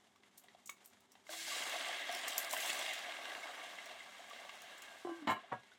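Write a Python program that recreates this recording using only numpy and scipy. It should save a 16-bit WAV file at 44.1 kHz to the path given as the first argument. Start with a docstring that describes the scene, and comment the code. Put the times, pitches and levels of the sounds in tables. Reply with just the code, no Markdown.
"""A small microphone near the stove in a kitchen: over a hush and hum, food spits in an oiled steel pan.
Cracks with sprays of noise are droplets; short dull puffs with dying tones are bubbles popping, and knocks.
A cup touches the pan and water is poured in: noise flares up, and filtered noise roars, bubbles, fizzes, calms.
A faint whistle swells; a steel lid touches the rim, wavers (ringing modes, a throbbing tone) and drops shut.
Last, the plastic cup is set down: softer knocks that ring its own modes."""
import sys
import numpy as np
from scipy import signal
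from scipy.fft import rfft, irfft
from scipy.io import wavfile
from scipy.ndimage import uniform_filter1d

SR = 44100
rng = np.random.default_rng(int(sys.argv[2]) if len(sys.argv) > 2 else 0)


def master(y):
    """Save y as 16-bit WAV."""
    cut = np.clip(np.atleast_2d(y).T, -1, 1)
    pcm = np.round(cut * 32767)  # scale
    wavfile.write(sys.argv[1], SR, pcm.astype(np.int16))


def undo_db(level):
    """Turn decibels back into plain size, where 20 dB means ten times bigger."""
    steps = np.asarray(level, float) / 20
    return 10 ** steps


N = 254898

# how unevenly the fat fizzes: t/s, factor
UNEVENNESS = [(1.2, 0.48), (2.0, 0.91), (2.15, 1.32), (2.95, 0.96), (3.1, 0.61), (5.8, 0.6)]
# the lid chattering into place, with one rebound: t/s, rattle level/dB, scrape level/dB, length/s
LID_KNOCKS = [(5.269, -45.5, -56, 0.007), (5.272, -41, -52, 0.055), (5.357, -56, -80, 0.013)]


def evened(x):
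    """Scales to rms 1."""
    return x / np.sqrt(np.mean(x ** 2) + 1e-20)


def coloured(x, points):
    """Shapes x by a spectrum of (f/Hz, level/dB) points; rms 1."""
    f, db = np.transpose(points)
    hz = np.fft.rfftfreq(len(x), 1 / SR)
    gain = undo_db(np.interp(np.log(hz + 1), np.log(f + 1), db))
    return evened(irfft(rfft(x) * gain, len(x)))


def add(mix, s, sound):
    """Mixes a sound in at s seconds."""
    part = mix[round(s * SR):][:len(sound)]
    part += sound[:len(part)]


def resonate(x, hz, width):
    """One pole at hz, width in Hz: a resonance of gain 1."""
    r = np.exp(-np.pi * width / SR)
    return 2 * signal.lfilter([1 - r], [1, -r * np.exp(2j * np.pi * hz / SR)], x).real


def mode_width(t60):
    """Width in Hz of a mode that dies by 60 dB in t60 seconds."""
    return np.log(1000) / np.pi / t60


def ring(x, modes):
    """Clicks in x set off dying modes, each starting at its own level."""
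    return sum(undo_db(db) * resonate(x, hz, mode_width(t60)) * t60 * SR / 2 / np.log(1000)
               for hz, db, t60 in modes)


def clang(x, modes):
    """Knocks in x ring each mode, which takes its own share of their energy."""
    rung = [resonate(x, hz, mode_width(t60)) for hz, db, t60 in modes]
    return sum(undo_db(mode[1]) * evened(r) for mode, r in zip(modes, rung)) * np.std(x)


def drift(seconds):
    """Slow chance of spread 1."""
    size = round(seconds * SR)
    return evened(uniform_filter1d(uniform_filter1d(rng.standard_normal(N), size), size))


def crackle(per_s, spread_db, tail_s):
    """Random bursts of uneven size, each a puff of noise that swells fast and dies more slowly."""
    size = undo_db(spread_db * np.minimum(rng.exponential(1, N), 4))
    size *= rng.random(N) < per_s / SR
    power = signal.lfilter([1], [1, -np.exp(-1 / (tail_s * SR))], size ** 2)
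    power = signal.lfilter([1], [1, -np.exp(-3 / (tail_s * SR))], power)
    return evened(np.sqrt(power) * rng.standard_normal(N))


def patchy(x, patch_db, whistle, tilt_db=0):
    """Random patches some hundred Hz wide, brief narrow whistles of escaping steam, and a tilt in dB per octave."""
    hz, t, z = signal.stft(x, SR, nperseg=256, noverlap=192)
    field = uniform_filter1d(rng.standard_normal(z.shape), size=3, axis=0)
    field = evened(uniform_filter1d(field, size=20, axis=1))
    starts = rng.random(z.shape) * (rng.random(z.shape) < 0.012)
    streaks = signal.lfilter([1], [1, -0.945], uniform_filter1d(starts, size=3, axis=1), axis=1)
    sputter = np.interp(t, *np.transpose(UNEVENNESS))
    slope = np.interp(t, np.arange(N) / SR, tilt_db * np.ones(N))
    z = z * (1 + whistle * sputter * streaks)
    z = z * undo_db(patch_db * sputter * field + slope * np.log2((hz[:, None] + 100) / 9000))
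    return signal.istft(z, SR, nperseg=256, noverlap=192)[1][:N]


def bowl(x, lift_db):
    """The bowl of steel and air adds its resonances to what sounds inside it."""
    # f/Hz, width/Hz, level/dB
    pan_modes = [(580, 63, -8), (713, 11.3, -3), (1160, 7.3, 4), (1640, 20, 0), (2070, 36, 0.5),
                 (2190, 144, 3.5), (2790, 84, 5), (3290, 640, 7), (3760, 66, 7)]
    return x + undo_db(lift_db) * sum(undo_db(db) * resonate(x, hz, width) for hz, width, db in pan_modes)


def room(x):
    """Sparse reflections of random sign die away exponentially behind the direct sound."""
    level_db, t60_s = -8.5, 0.17
    taps = np.zeros(SR // 2)
    at = np.arange(200, len(taps) - 20, 20)
    taps[at + rng.integers(0, 20, len(at))] = rng.choice([-1., 1.], len(at))
    taps *= undo_db(-60 * np.arange(len(taps)) / SR / t60_s)
    return x + undo_db(level_db) * signal.oaconvolve(x, taps / np.linalg.norm(taps))[:N]


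def kitchen():
    """A hush, steady below 500 Hz and fluttering at random above, with the faint hum of appliances."""
    # spectrum of the hush: f/Hz, level/dB per Hz
    hush_spectrum = [(12, -60), (20, -53), (91, -2.5), (147, -7.5), (212, 1.5), (521, -5.5), (729, 0),
                     (1430, -6), (2120, -6.5), (2510, -11.5), (3330, -10.5), (4790, -13.5), (7100, -12),
                     (13900, -27.5), (16500, -58)]
    # hum of appliances: f/Hz, width/Hz, level/dB rms
    hums = [(199, 3, -86), (241.3, 4.5, -85.5), (395, 4.7, -84)]
    hush_db = -72
    noise = rng.standard_normal(N) + 0.5 * crackle(80, 0.61, 0.0021)
    hush = bowl(coloured(noise, hush_spectrum), -8.5)
    steady = signal.sosfiltfilt(signal.butter(2, 500, fs=SR, output="sos"), hush)
    fluttering = undo_db(2.4 * drift(0.023)) * (hush - steady)
    hum = sum(undo_db(db) * evened(resonate(rng.standard_normal(N), hz, width)) for hz, width, db in hums)
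    return undo_db(hush_db) * (steady + fluttering) + hum


def set_down(drops, modes, pings, hardness_hz, clatter_db):
    """An object chatters into place: quick soft knocks ring its modes, with clatter and a bright scrape."""
    settle_db, settle_db_per_s, scrape_edge_db = -3, 1000, -14
    t = np.arange(0, .5, 1 / SR)
    shake, rub = np.zeros(len(t)), np.zeros(len(t))
    for s, rattle_db, scrape_db, length in drops:
        u = t - (s - drops[0][0])
        start = np.clip(u / 0.00076, 0, 1)
        after = undo_db(-settle_db_per_s * np.maximum(u - length, 0))
        part = np.clip(u / length, 0, 1)
        shake += start * after * undo_db(rattle_db + settle_db * (2 * part - 0.9) ** 2)
        rub += start * after * undo_db(scrape_db + scrape_edge_db * (2 * part - 1.3) ** 2)
    knocks = (rng.random(len(t)) < 3000 / SR) * rng.standard_normal(len(t))  # 3000 per second
    soft = signal.butter(3, hardness_hz, fs=SR, output="sos")
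    knocks = shake * evened(signal.sosfilt(soft, evened(knocks)))
    scrape = resonate(resonate(rng.standard_normal(len(t)), 7600, 5400), 7600, 5400)
    scrape = rub * evened(scrape)
    sound = clang(knocks, modes) + undo_db(clatter_db) * knocks + 0.29 * scrape + clang(scrape, pings)
    return drops[0][0], sound


def cup():
    """The plastic cup is set down: soft knocks ring its short modes; returns the time and the sound."""
    # t/s, rattle level/dB, scrape level/dB, length/s
    cup_knocks = [(5.516, -46.5, -62.5, 0.024)]
    # f/Hz, share of energy/dB, t60/s
    cup_modes = [(81, -13, 0.043), (127, -10, 0.061), (230, -10.5, 0.11), (476, -20, 0.033),
                 (620, -3.5, 0.028), (755, 2, 0.036), (950, -1.5, 0.057), (1060, -2, 0.046),
                 (1280, -18, 0.049), (1400, -10, 0.05), (1650, -8, 0.26), (1920, -9, 0.027),
                 (2180, -23, 0.077), (2680, -28, .07), (3470, -24, .05)]
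    return set_down(cup_knocks, cup_modes, [], 1600, -0.6)


def lid():
    """The lid drops shut: knocks ring the damped steel, the scrape wakes thin tones; returns time and sound."""
    # the steel, seated and damped: f/Hz, share of energy/dB, t60/s
    lid_modes = [(85, -15.5, 0.044), (263, -2.5, 0.046), (366, -11.5, 0.028), (650, -3, 0.039),
                 (747, -5.5, 0.036), (905, -0.5, 0.08), (1037, 5.5, 0.1), (1140, -25, 0.15),
                 (1295, -14, 0.34), (1390, -28, .08), (1650, -12, 0.21), (1750, -8.5, 0.042),
                 (1870, -20, .08), (2170, -3.5, .085), (2300, -16, 0.28), (2640, -25, 0.11),
                 (2800, -16, 0.13), (2944, -9, 0.048), (3260, -20, 0.044), (3880, -14.5, 0.033),
                 (3960, -26, 0.063), (4300, -39, .07), (4700, -36, 0.086)]
    # thin tones that the scrape wakes: f/Hz, share of energy/dB, t60/s
    thin_tones = [(13720, -13, 0.15), (7600, -8, 0.014), (6900, -12, 0.022), (9700, -18, 0.046),
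                  (11100, -32, .05)]
    return set_down(LID_KNOCKS, lid_modes, thin_tones, 2500, -7.0)


def rim():
    """Light touches, first of the cup on the pan, later of the lid, ring these modes over a throbbing low tone."""
    # upper modes of the steel ringing freely: f/Hz, level/dB, t60/s
    rim_modes = [(746, 6, 0.024), (1030, -1, 0.31), (1140, -13, .25), (1340, -20, 0.27), (1520, -17, .8),
                 (1590, -11, .6), (1980, -12.5, 0.23), (2950, -7, 0.27)]
    # touches: t/s, level/dB
    touches = [(1.291, -63), (5.049, -40.5), (5.06, -52), (5.072, -37), (5.094, -38), (5.104, -51),
               (5.115, -58), (5.129, -64), (5.144, -53)]
    # lowest tone, wavering and sinking as the lid closes the gap: t/s, f/Hz
    lowest_tone = [(5.046, 366), (5.065, 353), (5.12, 331), (5.16, 340), (5.19, 337), (5.226, 297),
                   (5.268, 276)]
    # swells of the lowest tone: t of the peak/s, level/dB, swell/s, fade/dB per s
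    throbs = [(1.3, -63.5, .01, 40), (5.052, -37, .005, 1300), (5.07, -48.5, .02, 70),
              (5.094, -45, .015, 900), (5.12, -44, .012, 800), (5.226, -48, .014, 1200),
              (5.251, -50, .011, 1200)]
    rest_hz, hardness_hz = 330, 895  # the lowest tone ahead of its first row; how hard a touch is
    taps, t = np.zeros(N), np.arange(400) / SR
    pulse = t * np.exp(-2 * np.pi * hardness_hz * t)
    for s, db in touches:
        add(taps, s, undo_db(db) * pulse / pulse.sum())
    t = np.arange(N) / SR
    hz = np.interp(t, *np.transpose(lowest_tone), left=rest_hz)
    tone = np.sqrt(2) * np.sin(2 * np.pi * np.cumsum(hz) / SR)
    throb = np.zeros(N)
    for s, db, swell, fade in throbs:
        rise = np.clip(1 + (t - s) / swell, 0, 1) ** 2
        throb += rise * undo_db(db - fade * np.maximum(t - s, 0))
    shut = np.clip((LID_KNOCKS[0][0] - t) / 0.016, 0, 1)  # the seated lid stops the ringing
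    return shut * (ring(taps, rim_modes) + throb * tone)


def whistles():
    """A faint fuzzy whistle as the lid comes over, likely steam: narrow noise that swells and fades."""
    # t/s, length/s, f/Hz, level/dB
    calls = [(4.86, 0.18, 1590, -63), (5.049, .22, 1560, -67)]
    out = np.zeros(N)
    for s, length, hz, db in calls:
        size = round(length * SR)
        noise = evened(resonate(rng.standard_normal(size), hz, 0.013 * hz))
        add(out, s, undo_db(db) * np.hanning(size) ** 0.5 * noise)
    return out


def pops_and_knocks():
    """Bubbles popping, and knocks such as the cup touching the pan: a short dull puff thuds under a dying tone."""
    # t/s, tone level/dB, tone f/Hz, t60/s, thud level over the tone/dB
    thumps = [(0.069, -62, 673, .038, -1), (0.159, -57, 1150, 0.028, -1), (0.234, -54.5, 2060, 0.027, 1.5),
              (0.442, -58.5, 730, .045, 2.5), (0.484, -54, 1960, 0.043, 1), (0.548, -47, 710, 0.027, -11),
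              (0.694, -37, 2226, 0.041, -7.5), (0.693, -39, 1124, 0.022, -3), (1.153, -50, 756, 0.022, -4),
              (1.267, -54, 2070, 0.071, 4), (1.292, -42, 625, 0.08, -6), (1.292, -42.5, 1593, 0.038, -6),
              (1.332, -43, 3420, .043, -8), (1.515, -42.5, 1153, 0.13, -12), (1.892, -32.5, 715, 0.042, -6),
              (2.093, -34, 693, 0.083, 3), (2.359, -43.5, 710, 0.056, -4), (2.534, -28.5, 754, 0.025, -4),
              (2.535, -26.5, 1024, 0.023, -16), (2.566, -34.5, 1600, 0.036, 0),
              (2.694, -25.5, 2640, 0.017, -4.5), (2.7, -28, 3360, 0.023, -2.5),
              (2.862, -31, 2030, 0.02, -2.5), (3.122, -35.5, 2230, 0.01, 2.5), (3.254, -37, 1615, 0.034, 1),
              (3.318, -38, 1630, 0.039, 1), (3.35, -37, 1710, 0.025, -3), (3.429, -43.5, 2190, 0.17, -10),
              (3.614, -42.5, 2200, 0.05, -13), (3.674, -44, 2180, 0.058, -6),
              (3.785, -37.5, 2070, 0.044, -6), (4.004, -43, 2070, 0.088, -10),
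              (4.31, -45.5, 1160, 0.066, -9), (4.332, -43.5, 674, 0.033, 1), (4.493, -39.5, 1140, 0.019, 0),
              (5.634, -58, 890, 0.039, 2), (5.717, -53, 1480, 0.046, -6)]
    out, t = np.zeros(N), np.arange(SR // 5) / SR
    dull = signal.butter(2, [300, 3500], "band", fs=SR, output="sos")
    for s, db, hz, t60, thud_db in thumps:
        puff = signal.sosfilt(dull, rng.standard_normal(len(t)) * np.exp(-t / 0.0038))
        tone = np.sin(2 * np.pi * hz * t) * undo_db(-60 * t / t60) * np.minimum(t / 0.0019, 1)
        thud = bowl(puff, 2.7)
        add(out, s, undo_db(db) * (tone + undo_db(thud_db) * thud / abs(thud).max()))
    return out


def spits():
    """Droplets burst in the fat: a grainy spray swells and dies, with a weak and then a full crack at its start."""
    # t/s, spray level/dB, centre f/Hz, crack level over the spray/dB
    bursts = [(0.1595, -73, 5820, 3), (0.3745, -60, 9100, 0), (0.378, -51.5, 12200, 0),
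              (0.381, -57, 10500, 3), (0.395, -59, 11700, 1), (0.437, -63, 8500, -3),
              (0.658, -50, 7200, -4), (0.672, -47.5, 6860, -2), (0.696, -45, 6700, 13),
              (0.843, -62, 6000, 2), (0.848, -60, 9100, 2), (0.8577, -56, 13100, 16.5),
              (0.8745, -62, 8000, 2), (0.8987, -67, 5660, 5), (1.0046, -68, 6100, 17),
              (1.1178, -58.5, 5600, -5), (1.269, -68, 6980, 1), (2.113, -52, 6090, 1),
              (2.17, -51.5, 6900, 1), (2.28, -37, 6550, -9), (2.3792, -34, 12500, 18.5),
              (2.4942, -52, 6260, 5), (2.528, -39.5, 7460, 18), (2.535, -42, 13000, 9),
              (2.603, -44, 6700, 2), (2.6963, -44, 8100, -5), (2.882, -61, 5000, 1), (2.933, -45, 7200, 10),
              (3.857, -54, 5700, 3), (4.297, -59, 6070, -1), (4.618, -55.5, 6300, 14),
              (4.779, -56, 7600, -1), (4.8192, -49.5, 6700, -4)]
    sprays, cracks, t = np.zeros(N), np.zeros(N), np.arange(SR // 3) / SR
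    high = signal.butter(2, 3500, "high", fs=SR, output="sos")
    for s, db, hz, crack_db in bursts:
        noise = signal.sosfilt(high, rng.standard_normal(len(t)))
        spray = 0.15 * noise + resonate(noise, hz, 0.076 * hz) + 0.5 * resonate(noise, 7150, 1100)
        shape = 0.78 * np.exp(-t / 0.0044) + 0.21 * undo_db(-60 * t / 0.096)  # fast, then slow decay
        add(sprays, s, undo_db(db) * np.minimum(t / 0.0014, 1) * shape * evened(spray))
        crack = np.exp(-t / 0.00022) * noise
        crack *= undo_db(db + crack_db) / abs(crack).max()
        add(cracks, s + 0.0017, crack)
        add(cracks, s + 0.0013, 0.27 * crack)
    return patchy(sprays, 0.93, 3.5) + cracks


def boil():
    """Steam roars in the pan, bubbles burst low in it and the fat fizzes above."""
    # the water boiling off: t/s, roar level/dB, bubbling level/dB, fizz level/dB
    boil_levels = [(1.24, -91, -83, -79), (1.28, -71, -75, -65.5), (1.309, -58.5, -55, -53),
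                   (1.44, -50, -63, -48), (1.51, -45.5, -52, -45.5), (1.68, -45.5, -48, -49),
                   (1.86, -45.5, -48.5, -53), (2.05, -47, -51, -57.5), (2.13, -47, -49, -61),
                   (2.35, -47.5, -49, -57), (2.52, -50, -51, -62), (2.6, -44, -49, -57),
                   (2.7, -45.5, -48, -54.5), (2.81, -45.5, -47.5, -49), (2.94, -46, -54, -57.5),
                   (3.0, -49, -52.5, -61), (3.34, -54, -50, -58.5), (3.8, -55, -56, -62.5),
                   (4.26, -61, -59.5, -66.5), (4.35, -57.5, -58, -63.5), (4.91, -59, -58, -65),
                   (5.03, -64.5, -64.5, -67), (5.228, -64.5, -61.5, -72), (5.338, -73, -59, -94),
                   (5.406, -66, -61, -99), (5.78, -73, -82, -101)]
    # spectrum of roar and bubbling ahead of the pan: f/Hz, level/dB per Hz
    roar_spectrum = [(59, -61), (100, -58), (252, -9), (460, -9.5), (709, -0.5), (958, -4.5), (1130, -0.5),
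                     (1400, -4.5), (1620, 4.5), (2500, -1), (9000, -20.5), (11700, -82), (19800, -120)]
    # spectrum of the fizz ahead of its tilt: f/Hz, level/dB per Hz
    fizz_spectrum = [(2350, -10), (4000, 1.5), (4980, -1.5), (7820, -3.5), (11900, -15.5), (14300, -16),
                     (16000, -21), (16500, -81)]
    # water meeting hot fat flares up at once and fades: t/s, level/dB, fade/dB per s, brightness/dB per octave
    flare_rows = [(1.3, -50, 38, 5.5), (2.12, -50, 86, 4.5), (2.28, -51.5, 42, 6), (2.38, -50, 90, 11),
                  (2.5, -48.5, 50, 7), (2.53, -47, 200, 10), (2.57, -47, 300, 10), (2.6, -43.5, 50, 7),
                  (2.7, -55, 60, -9), (2.93, -52, 112, 2)]
    flare_rise_s, fizz_bright_db = 0.0038, 1.7  # brightness in dB per octave
    gurgle_hz, gurgle_width_hz, gurgle_db = 688, 178, -4  # middling bubbles share one hollow tone
    t = np.arange(N) / SR
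    s, *columns = np.transpose(boil_levels)
    roar_db, bubble_db, fizz_db = (np.interp(t, s, c, left=-120) for c in columns)

    # fizz and flares add in power, and each pulls the tilt by its share
    fizz_power = undo_db(2 * fizz_db)
    power, tilt = fizz_power.copy(), fizz_power * fizz_bright_db
    for at, db, fade, bright_db in flare_rows:
        flare = undo_db(2 * (db - fade * (t - at))) * np.clip((t - at) / flare_rise_s, 0, 1)
        power += flare
        tilt += flare * bright_db
    tilt_db = tilt / power

    surge = drift(0.01)  # shared by all layers
    steam = rng.standard_normal(N) + 0.33 * crackle(250, 6.5, 0.002)
    bubbles = 0.97 * rng.standard_normal(N) + crackle(90, 1.5, 0.0063)
    high = signal.butter(3, 1400, "high", fs=SR, output="sos")
    low = signal.butter(3, [220, 1400], "band", fs=SR, output="sos")
    roar = evened(signal.sosfilt(high, bowl(coloured(steam, roar_spectrum), 6.4)))
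    bubbling = evened(signal.sosfilt(low, bowl(coloured(bubbles, roar_spectrum), 3.5)))
    gurgle = crackle(60, 3.24, 0.0085)
    gurgle = resonate(resonate(gurgle, gurgle_hz, gurgle_width_hz), gurgle_hz, gurgle_width_hz)
    bubbling = evened(bubbling + undo_db(gurgle_db) * evened(gurgle))
    grains = 0.56 * crackle(200, 4.9, 0.0015) * np.interp(t, *np.transpose(UNEVENNESS))
    fizz = coloured(rng.standard_normal(N) + grains, fizz_spectrum)
    low_layers = undo_db(roar_db + 0.9 * surge) * roar + undo_db(bubble_db + 0.55 * surge) * bubbling
    fizzing = np.sqrt(power) * undo_db(0.74 * surge) * fizz
    return patchy(low_layers, 0.98, 0.63) + patchy(fizzing, 1.9, 1.8, tilt_db)


def scene():
    """The stove, its separate hits with the room's reflections, over the kitchen's hush."""
    hits = spits() + pops_and_knocks() + rim() + whistles()
    add(hits, *lid())
    add(hits, *cup())
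    small = signal.butter(4, 104, "high", fs=SR, output="sos")  # small things radiate little below 104 Hz
    stove = signal.sosfilt(small, room(hits) + boil())
    return (stove + kitchen())[None]


def top_cut(x):
    """Nothing passes above the cut-off."""
    return signal.sosfilt(signal.butter(12, 16660, fs=SR, output="sos"), x)


def record(dry):
    """The finished mix as it is stored."""
    return top_cut(dry)


dry = scene()
out = record(dry)
master(out)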